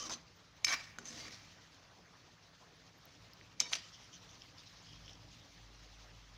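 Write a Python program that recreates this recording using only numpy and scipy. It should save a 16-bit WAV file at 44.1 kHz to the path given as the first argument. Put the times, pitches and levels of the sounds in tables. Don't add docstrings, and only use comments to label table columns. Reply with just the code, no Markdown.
import sys
import numpy as np
from scipy import signal
from scipy.fft import rfft, irfft, next_fast_len
from scipy.io import wavfile
from scipy.ndimage import uniform_filter1d, map_coordinates

SR = 44100
rng = np.random.default_rng(int(sys.argv[2]) if len(sys.argv) > 2 else 0)


def to_wav(sig):
    pcm = np.clip(np.atleast_2d(sig), -1, 1) * 32767
    pcm = np.round(pcm).astype(np.int16)
    wavfile.write(sys.argv[1], SR, pcm.T)


def gain_from_decibels(decibels):
    exponent = np.asarray(decibels, float) / 20
    return 10 ** exponent


N = 280917
TIME = np.arange(N) / SR
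LOW_MODES_TOP_HZ = 2600

# start in s, ring peak in dB, favoured pitch in Hz, t60 of the added damping in s,
# click level in dB.
CONTACTS = [(.096, -35, 5140, .05, -46), (0.106, -48, 1070, 0.063, -44), (0.134, -48, 4470, .06, -46),
            (0.6452, -15, 2357, 0.06, -43), (.6475, -16.5, 5280, 0.051, -17), (0.669, -31, 2310, .06, -31),
            (.68, -32, 3970, 0.059, -36), (.692, -35, 6160, .05, -40), (0.699, -36, 6160, .06, -38),
            (0.717, -35, 2310, .05, -39), (0.7232, -35, 1830, .06, -34), (0.727, -33, 5470, .06, -44),
            (0.742, -42, 1850, 0.035, -46), (0.9854, -33, 1465, 0.11, -39), (1.055, -44, 6300, .04, -46),
            (1.085, -44, 6000, .05, -51), (1.281, -42, 1900, 0.05, -46), (3.5975, -39, 2320, 0.04, -54),
            (3.602, -29, 2320, 0.05, -54), (3.602, -15, 5550, 0.029, -21.5), (3.61, -33, 5400, .06, -44),
            (3.616, -42, 3750, .6, -55), (3.718, -45, 920, .03, -40), (3.728, -42, 4900, .04, -44),
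            (3.7332, -37, 3250, .04, -13.5), (3.736, -41, 6250, .06, -40), (3.753, -38, 3530, .04, -29)]
# frequency in Hz, relative level in dB, t60 in s before the hold factor.
STEEL_MODES = [(1207, -10, 0.057), (1465, -13, 0.032), (1840, -10, 0.11), (2310, -2.5, 0.04),
               (2860, -6, 0.081), (2980, -5, 0.17), (3200, 0, 0.057), (3750, -7, 0.35), (3970, 7.5, 0.025),
               (4500, -6, 0.12), (4776, 8, 0.025), (5280, -0.5, 0.11), (5530, -13, 0.34), (5780, -13, 0.11),
               (6250, 9.5, 0.04), (6180, 2, 0.07), (6480, 6.5, 0.07), (6910, -10, 0.11), (7150, 0, 0.12),
               (7780, -11, 0.1), (8740, -7.5, 0.068), (10900, -13, 0.066), (10900, -34, 0.033),
               (13600, -16, 0.034), (14900, -31, 0.037)]
# frequency in Hz, relative level in dB, t60 in s before the hold factor.
BODY_MODES = [(230.5, 4, 0.27), (306.2, 3, 0.15), (398, 6, 0.066), (500, 5, .05), (690, -1, 0.07)]


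def unit(x):
    return x / np.sqrt(np.mean(x ** 2) + 1e-20)


def curves(rows):
    s, *cols = np.transpose(rows)
    return [np.interp(TIME, s, c) for c in cols]


def wobble(rate_hz):
    knots = rng.standard_normal(int(N * rate_hz / SR) + 4)
    return map_coordinates(knots, [TIME * rate_hz])


def coloured(x, spectrum):
    m = next_fast_len(len(x) + 8192)
    hz, db = np.transpose(spectrum)
    gain_db = np.interp(np.log(np.fft.rfftfreq(m, 1 / SR) + 1), np.log(hz), db)
    return irfft(rfft(x, m) * gain_from_decibels(gain_db), m)[:len(x)]


def grit(spiky_db, patchy_db):
    grains = rng.standard_normal(N + 512) * gain_from_decibels(spiky_db * rng.exponential(size=N + 512))
    z = signal.stft(grains, nperseg=256)[2]
    field = uniform_filter1d(uniform_filter1d(rng.standard_normal(z.shape), 4, 0), 12, 1)
    return signal.istft(z * gain_from_decibels(patchy_db * unit(field)), nperseg=256)[1][:N]


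def ring(modes, weight_db=0, hold=1, phase=0):
    hz, db, t60 = np.transpose(modes)[:, :, None]
    t = TIME[:SR // 3]
    decay = gain_from_decibels(db + weight_db - 60 * t / (t60 * hold))
    return np.sum(decay * np.sin(2 * np.pi * (hz * t + phase)), axis=0)


def hiss():
    # frequency in Hz, relative density in dB.
    room_spectrum = [(120, -10.5), (200, -4.5), (303, -4.5), (408, -3), (488, -2), (1270, -2), (1430, -4),
                     (1860, -4), (7000, -46), (9100, -72.5), (15400, -120)]
    # frequency in Hz, relative density in dB.
    air_spectrum = [(6000, -38), (7500, -9), (10000, -0.5), (13500, -9), (15000, 3), (15800, -5),
                    (16500, -56)]
    room = gain_from_decibels(-66.5 + 0.47 * wobble(11.0)) * unit(coloured(grit(0, 2.45), room_spectrum))
    return room + gain_from_decibels(-94.0) * unit(coloured(grit(0, 10.0), air_spectrum))


def rumble():
    # frequency in Hz, relative density in dB.
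    rumble_spectrum = [(15, -44), (25, -34), (54, -1), (75, -6.5), (107, 4), (135, -5), (173, 0.5),
                       (201, -12), (241, -11.5), (303, -6), (330, -18.5), (430, -29), (730, -120)]
    # time in s, level in dB.
    rumble_course = [(0, -67), (1.4, -64.5), (2.4, -67.5), (2.9, -67), (3.25, -63.5), (3.5, -66),
                     (4.2, -67), (5.25, -62.5), (5.55, -66.5), (6.37, -68.5)]
    lumps_db = 1.2 * wobble(2.6) + 0.95 * wobble(6.5)
    noise = unit(gain_from_decibels(lumps_db) * coloured(grit(0, 0), rumble_spectrum))
    return gain_from_decibels(curves(rumble_course)[0]) * noise


def hum():
    # start in s, rise in s, end in s, mean pitch in Hz, mean hum level in dB, drone gain in dB.
    hum_rows = [(4.9, 0.034, 5.352, 52.5, -65.5, -74), (5.4, 0.24, 6.5, 50.1, -62.5, -66)]
    cut_s = 0.0089
    turns = np.cumsum(109 + 2.48 * wobble(11)) / SR
    partials = np.sin(2 * np.pi * turns) + 0.31 * np.sin(3 * np.pi * turns)
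    drone = gain_from_decibels(2.0 * wobble(12)) * partials
    out = np.zeros(N)
    for start, rise, end, hz, db, drone_db in hum_rows:
        gate = np.clip(np.minimum((TIME - start) / rise, (end - TIME) / cut_s), 0, 1) ** 2
        cycles = np.cumsum(hz + .5 * wobble(3.94)) / SR
        tone = np.sqrt(2) * gain_from_decibels(db + 0.9 * wobble(9)) * np.sin(2 * np.pi * cycles)
        out += gate * (tone + gain_from_decibels(drone_db) * drone)
    return out


def fizz():
    # time in s, level in dB.
    fizz_course = [(0, -60), (.2, -69), (.62, -68), (.83, -62.5), (1.03, -69), (1.21, -55), (1.5, -64.5),
                   (1.95, -68), (3.2, -65.5), (3.64, -65.5), (3.78, -73), (3.9, -62.5), (5.5, -63.5),
                   (6.37, -65)]
    # frequency in Hz, relative density in dB.
    fizz_spectrum = [(1060, -39), (1800, -7), (2060, -1.5), (3130, 0.5), (4350, 0.5), (5510, 0),
                     (6370, -2.5), (8140, -21.5), (13500, -29.5), (15100, -18), (15800, -40)]
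    swell = gain_from_decibels(.5 * wobble(12) + 1.1 * wobble(40))
    return gain_from_decibels(curves(fizz_course)[0]) * unit(swell * coloured(grit(1.8, 1.6), fizz_spectrum))


def wet_resonance(puff, hz):
    peak = [(hz * .6, -70), (hz * .85, -16), (hz, 0), (hz * 1.15, -16), (hz * 1.4, -70)]
    return unit(coloured(puff, peak))


def bursts():
    # start in s, length in s, level before shaping in dB,
    # low resonance in Hz, high resonance in Hz.
    loud_runs = [(0.267, 0.025, -69, 2700, 4860), (2.53, 0.058, -73, 3450, 4800),
                 (3.829, 0.048, -65, 3050, 4850), (3.926, 0.05, -61.5, 3280, 5530),
                 (4.005, 0.08, -68, 3120, 5800), (4.125, 0.049, -60, 3130, 6060),
                 (4.282, 0.052, -64, 3420, 5950), (4.408, .03, -66, 3130, 5250),
                 (4.48, 0.027, -70, 2740, 4800), (4.578, 0.045, -62, 3600, 4900),
                 (4.755, .035, -67, 4200, 5600), (4.32, .04, -70, 2900, 6200),
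                 (4.658, 0.028, -65, 3960, 5400), (4.846, 0.13, -67, 3000, 5100),
                 (4.95, 0.038, -70, 3260, 5300), (5.035, 0.15, -66.5, 3200, 5430),
                 (5.31, 0.034, -67.5, 3500, 6340), (5.41, .035, -70, 3250, 3600),
                 (5.872, .02, -70, 3350, 4470)]
    # frequency in Hz, relative density in dB.
    splash_spectrum = [(1500, -48), (2500, 4), (6500, 13), (7600, -8), (16000, -43)]
    high_over_low_db, flutter_db = -0.5, 2
    from_s, to_s = 3.85, 5.9
    small_runs = [(from_s + a * (to_s - from_s), 0.033 * (0.61 + b), -74,
                   3350 * (0.77 + 0.18 * c), 5100 * (0.96 + 0.4 * d))
                  for a, b, c, d in rng.random(size=(12, 4))]
    out, t = np.zeros(N + SR), TIME[:SR // 8]
    flutter = np.pad(gain_from_decibels(flutter_db * wobble(260)), (0, SR))
    for s, length, db, low_hz, high_hz in loud_runs + small_runs:
        on = slice(round(s * SR), round(s * SR) + len(t))
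        puff = rng.standard_normal(len(t)) * gain_from_decibels(3.2 * rng.exponential(size=len(t)))
        splash = 0.46 * unit(coloured(puff, splash_spectrum))
        low, high = wet_resonance(puff, low_hz), wet_resonance(puff, high_hz)
        voice = splash + low + gain_from_decibels(high_over_low_db) * high
        shape = np.sin(np.pi * np.clip(t / length, 0, 1) ** 0.63) ** 0.87 * flutter[on]
        out[on] += gain_from_decibels(db) * abs(shape) * voice
    return out[:N]


def pops():
    # start in s, envelope peak in dB, pitch in Hz.
    pop_rows = [(3.334, -46, 5000), (3.412, -45, 2100), (3.449, -54, 2500), (4.136, -54, 6110),
                (4.2923, -48.5, 3550), (3.9375, -48, 5350), (4.678, -49, 5200), (4.728, -52, 5300),
                (4.8465, -52, 4500), (4.299, -54, 6000), (4.3126, -50, 6100), (4.5832, -45, 4800),
                (4.9078, -53, 3200), (5.0617, -49, 5530), (5.08, -41, 3060), (5.095, -44, 3500),
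                (5.1327, -47, 5590)]
    to_peak_s = 0.0004
    out, t = np.zeros(N + SR), TIME[:SR // 8]
    envelope = t / to_peak_s * np.exp(1 - t / to_peak_s)
    for s, db, hz in pop_rows:
        out[round(s * SR):][:len(t)] += gain_from_decibels(db) * envelope * np.sin(2 * np.pi * hz * t)
    return out[:N]


def ticks():
    # start in s, peak in dB.
    tick_rows = [(3.053, -49), (3.3343, -58)]
    spectrum = [(9000, -40), (13000, -6), (15000, -2), (16400, -6), (16800, -60)]
    out, t = np.zeros(N + SR), TIME[:SR // 8]
    for s, db in tick_rows:
        noise = coloured(rng.standard_normal(len(t)), spectrum)
        tick = np.exp(-((t - .002) / 0.0011) ** 2) * noise
        out[round(s * SR):][:len(t)] += gain_from_decibels(db) * tick / abs(tick).max()
    return out[:N]


def wheezes():
    # start in s, end in s, first pitch in Hz, last pitch in Hz, level before flutter in dB.
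    wheeze_rows = [(5.53, 5.6, 4450, 4700, -71), (5.595, 5.69, 4100, 3950, -70),
                   (5.705, 5.74, 3700, 3450, -72)]
    out, waver, flutter = np.zeros(N), wobble(120), wobble(90)
    for start, end, from_hz, to_hz, db in wheeze_rows:
        u = np.clip((TIME - start) / (end - start), 0, 1)
        hz = from_hz + (to_hz - from_hz) * u + 70 * waver
        shape = gain_from_decibels(db + 4 * flutter) * np.sin(np.pi * u) ** .5
        out += shape * np.sin(2 * np.pi * np.cumsum(hz) / SR)
    return out


def walls(x):
    # frequency in Hz, t60 in s.
    wall_decay = [(300, 0.25), (3000, 0.44), (10000, 0.051)]
    hz, t, z = signal.stft(rng.standard_normal(SR // 2), SR, nperseg=256)
    t60 = np.interp(hz, *np.transpose(wall_decay))[:, None]
    tail = signal.istft(z * gain_from_decibels(-60 * t / t60), SR, nperseg=256)[1]
    return signal.fftconvolve(np.pad(x, (200, 0)), tail / np.linalg.norm(tail))[:N]


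def squeal():
    # time in s, mean pitch in Hz, level before roughness in dB.
    squeal_course = [(0, 1180, -53), (.05, 1200, -55), (.08, 1080, -54), (.088, 1070, -66),
                     (.105, 1030, -51), (.122, 1030, -53), (.14, 1006, -75)]
    hz, db = curves(squeal_course)
    cycles = np.cumsum(hz + 75 * wobble(130)) / SR
    return (TIME < squeal_course[-1][0]) * gain_from_decibels(db + 4 * wobble(90)) * np.sin(2 * np.pi * cycles)


def narrow_tones():
    # start in s, start of the fade in s, mean pitch in Hz, level before flutter in dB.
    tone_rows = [(0, 0.087, 6170, -61), (.04, 0.078, 5640, -55.5), (0, .06, 4930, -59),
                 (.04, 0.154, 315.4, -64), (.097, 0.15, 6080, -50), (.128, .15, 4460, -56),
                 (.125, 0.143, 4820, -56), (.669, .675, 2310, -44), (.681, .691, 2300, -43),
                 (.7, .721, 2280, -44), (.7, .72, 3200, -50), (.695, .72, 1570, -48),
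                 (.669, .695, 5230, -46), (.68, .703, 3980, -44.5), (.69, 0.72, 6250, -46),
                 (.705, 0.739, 1105, -49.5), (.722, 0.732, 1800, -42), (.724, 0.739, 5620, -42),
                 (.722, 0.739, 4920, -46), (.76, 0.807, 4850, -59), (.982, 1.065, 236, -64.5),
                 (1, 1.025, 390, -67), (1.275, 1.29, 210, -62), (1.16, 1.178, 308, -63),
                 (3.63, 3.69, 980, -67), (3.61, 3.67, 2300, -62), (3.64, 3.71, 5500, -62),
                 (.13, .15, 4050, -58), (.095, .115, 4900, -58), (.01, .05, 3070, -58),
                 (1.1, 1.3, 231.3, -64), (1.06, 1.1, 6070, -62), (1.19, 1.264, 4700, -61),
                 (1.2, 1.26, 2130, -64), (1.3, 1.358, 1902, -66), (1.32, 1.35, 5600, -63),
                 (3.617, 3.68, 3750, -57), (3.72, 3.76, 10900, -69), (3.715, 3.76, 9100, -71),
                 (.655, .745, 10800, -66), (4.87, 4.99, 3250, -70), (3.63, 3.65, 2990, -61),
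                 (3.61, 3.645, 5360, -55), (3.665, 3.717, 6240, -59), (3.66, 3.71, 4500, -64),
                 (3.728, 3.745, 6240, -48), (3.735, 3.743, 5740, -43)]
    rise_s, t60_s, flutter_db = 0.0016, .04, 3.5
    out, t = np.zeros(N + SR), TIME[:SR // 2]
    for start, end, hz, db in tone_rows:
        flutter, waver = map_coordinates(rng.standard_normal(300), [[t * 220, 130 + t * 300]])
        fall_db = 60 * np.maximum(t - end + start, 0) / t60_s
        shape = np.clip(t / rise_s, 0, 1) * gain_from_decibels(db + flutter_db * flutter - fall_db)
        waver_share = .011 * np.sqrt(2000 / hz) * min(hz / 1000, 1)
        cycles = np.cumsum(hz * (1 + waver_share * waver)) / SR
        out[round(start * SR):][:len(t)] += np.sqrt(2) * shape * np.sin(2 * np.pi * cycles)
    return out[:N]


def bite():
    jump_db, life_s, grain_db = 6, .005, 2
    s = np.array([0] + [row[0] for row in CONTACTS])
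    since = TIME - s[np.searchsorted(s, TIME, side="right") - 1]
    return gain_from_decibels(jump_db * np.exp(-since / life_s) + grain_db * wobble(200))


def driven(modes, hold, drift_db=3):
    voices = []
    for mode in modes:
        sound = signal.fftconvolve(grit(1.5, 0), ring([mode], hold=hold))[:N]
        voices.append(gain_from_decibels(drift_db * wobble(14)) * sound)
    return np.array(voices)


def band_grit(low_hz, high_hz):
    spectrum = [(low_hz * .8, -30), (low_hz, 0), (high_hz, 0), (high_hz * 1.2, -30)]
    return unit(coloured(grit(2, 2), spectrum))


def body_drone():
    # start in s, end in s, level before the bite gain in dB.
    press_rows = [(0, 0.12, -57.5), (0.658, 0.754, -68), (0.979, 1.05, -65), (1.1, 1.29, -63),
                  (3.6, 3.67, -65), (3.716, 3.763, -70)]
    rise_s, t60_s = 0.0094, 0.34
    gain = np.zeros(N)
    for start, end, db in press_rows:
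        fall_db = 60 * np.maximum(TIME - end, 0) / t60_s
        gain += gain_from_decibels(db - fall_db) * np.clip((TIME - start) / rise_s, 0, 1)
    return gain * unit(driven(BODY_MODES, 0.99, drift_db=-1.8).sum(0))


def scrapes():
    # time in s, edge level before the bite gain in dB, favoured pitch in Hz,
    # duller parts over the edge level in dB, before their shares.
    stroke_courses = [
        [(0, -50, 6200, -5), (.04, -50.5, 6240, -1), (.071, -48, 5590, -1), (.089, -59, 5400, 9),
         (.106, -47.5, 5970, 8.5), (.138, -45.5, 5820, -11), (.168, -65, 5630, 16.5), (.24, -73, 5180, -10)],
        [(.666, -60, 4960, -6), (.669, -44, 4960, -6), (.677, -49, 5000, -6), (.684, -43.5, 4500, -6),
         (.718, -42, 5300, -6), (.74, -41.5, 5470, -6), (.752, -50, 5000, -4), (.775, -55, 5000, -3),
         (.832, -54.5, 5700, -10), (.97, -77.5, 4570, 7)],
        [(1, -65, 5840, 2), (1.04, -65, 6000, 8), (1.055, -55.5, 6400, -4), (1.09, -51, 6150, -9),
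         (1.177, -53, 4760, -5), (1.253, -52.5, 4760, 4), (1.3, -64, 5200, 6), (1.328, -52, 5350, -6),
         (1.408, -70, 5670, 9), (1.6, -82, 4200, 17)],
        [(3.605, -40, 5400, -8), (3.613, -41, 5400, -6), (3.63, -53.5, 5650, -3), (3.658, -57.5, 5140, 7),
         (3.7, -54.5, 5650, -5), (3.723, -54, 4440, 7), (3.729, -44, 5000, 2.5), (3.736, -39, 5800, 0),
         (3.742, -44, 5800, 0), (3.748, -50, 5000, 2), (3.755, -44, 5000, 2), (3.767, -52, 4970, 2),
         (3.827, -59, 5000, 1), (3.9, -62.5, 5260, -9)],
    ]
    # spoon bowl in dB, handle in dB.
    dull_shares = [(-20, -11.5), (5, -3), (-10, -12), (-11, -17.5)]
    # frequency in Hz, relative density in dB.
    rasp_spectrum = [(350, -33), (600, 3.5), (697, 8), (757, -1.5), (1650, 1), (1840, 4), (2590, 3),
                     (5980, 9.5), (7400, -2), (8420, -13), (9390, -13), (13400, -30), (15000, -17),
                     (15800, -35)]
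    high = [m for m in STEEL_MODES if LOW_MODES_TOP_HZ < m[0] < 8000]
    bowl_modes = [m for m in STEEL_MODES if 1600 < m[0] < LOW_MODES_TOP_HZ]
    handle_modes = [m for m in STEEL_MODES if m[0] < 1600]
    edge = unit(driven(high, .7)) / np.sqrt(len(high))
    edge_hz = np.transpose(high)[0][:, None]
    rasp = .8 * unit(coloured(grit(2.5, 2.5), rasp_spectrum))
    bowl = unit(unit(driven(bowl_modes, .45).sum(0)) + 1.1 * band_grit(1500, 2700))
    handle_tone = unit(driven(handle_modes, 0.19, drift_db=-1.0).sum(0))
    handle = unit(handle_tone + 0.63 * band_grit(560, 1420))
    out = body_drone()
    for stroke, (bowl_db, handle_db) in zip(stroke_courses, dull_shares):
        on = slice(round(stroke[0][0] * SR), round(stroke[-1][0] * SR))
        db, hz, dull_db = (c[on] for c in curves(stroke))
        near = np.exp(-(np.log2(edge_hz / hz) / .13) ** 2)
        steel = np.sum(gain_from_decibels(16.4 * near - 14.0) * edge[:, on], axis=0)
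        dull = gain_from_decibels(bowl_db) * bowl[on] + gain_from_decibels(handle_db) * handle[on]
        out[on] += gain_from_decibels(db) * (steel + rasp[on] + gain_from_decibels(dull_db) * dull)
    return out


def knocks():
    focus_db, dull_focus_db, dull_below_hz = 16.0, 9.5, 1600
    low_even_hz, low_db_per_octave, low_most_db = 2700, -20, 5.5
    free_db, free_hold = -28, 1.8
    crack_db, crack_t60_s = -35, 0.029
    crack_spectrum = [(7000, -13), (9000, 2), (14500, 11), (16000, -18)]
    out, t = np.zeros(N + SR), TIME[:SR // 3]
    mode_hz = np.transpose(STEEL_MODES)[0][:, None]
    for s, db, hz, t60, click_db in CONTACTS:
        chance = rng.standard_normal((len(STEEL_MODES), 1))
        phase = rng.random((len(STEEL_MODES), 1))
        dull = hz < dull_below_hz
        near = np.exp(-(np.log2(mode_hz / hz) / .13) ** 2)
        low_db = min(low_db_per_octave * np.log2(hz / low_even_hz), low_most_db)
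        weight_db = (focus_db + dull_focus_db * dull) * near
        weight_db = weight_db + low_db * (mode_hz < LOW_MODES_TOP_HZ) + 0.38 * chance
        damped = ring(STEEL_MODES, weight_db, 0.69, phase) * gain_from_decibels(-60 * t / max(t60, .005))
        free = gain_from_decibels(free_db) * ring(STEEL_MODES, weight_db, free_hold, phase)
        steel = (damped + free) * (1 - np.exp(-t / 0.00027)) ** 2
        if dull:
            thump = ring(BODY_MODES, hold=0.63) / len(BODY_MODES)
            steel += gain_from_decibels(-17.5) * abs(steel).max() * thump
        noise = unit(coloured(rng.standard_normal(len(t)), crack_spectrum))
        crack = gain_from_decibels(crack_db - 60 * t / crack_t60_s) * noise
        cycles = 1.5 - hz * t
        click = np.exp(-(cycles / .62) ** 2) * np.sin(2 * np.pi * (cycles + .14))
        blow = gain_from_decibels(db) * (steel / abs(steel).max() + crack) + gain_from_decibels(click_db) * click
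        out[round(s * SR):][:len(t)] += blow
    return out[:N]


def scene():
    kitchen = hiss() + rumble() + hum()
    gravy = fizz() + bursts() + pops() + ticks() + wheezes()
    spoon = knocks() + bite() * scrapes() + narrow_tones() + squeal()
    mono = spoon + gain_from_decibels(-17.5) * walls(spoon) + gravy + kitchen
    return np.array([mono, mono])


def band_limit(x):
    return signal.sosfilt(signal.butter(12, 16480, fs=SR, output="sos"), x)


def record(dry):
    # frequency in Hz, grain gain in dB.
    grain_spectrum = [(60, -22), (200, -20), (400, -19), (700, -14), (1300, -20), (4400, -19.5),
                      (8000, -14), (15000, -14)]
    follows, even_db = .85, -95
    z = signal.stft(dry[0], nperseg=512)[2]
    z = z * (abs(z) / gain_from_decibels(even_db) + 1e-9) ** (follows - 1)
    grain = signal.istft(z * rng.standard_normal(z.shape), nperseg=512)[1][:N]
    apart = coloured(grain, grain_spectrum)
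    return band_limit(dry + [apart, -apart])


dry = scene()
out = record(dry)
to_wav(out)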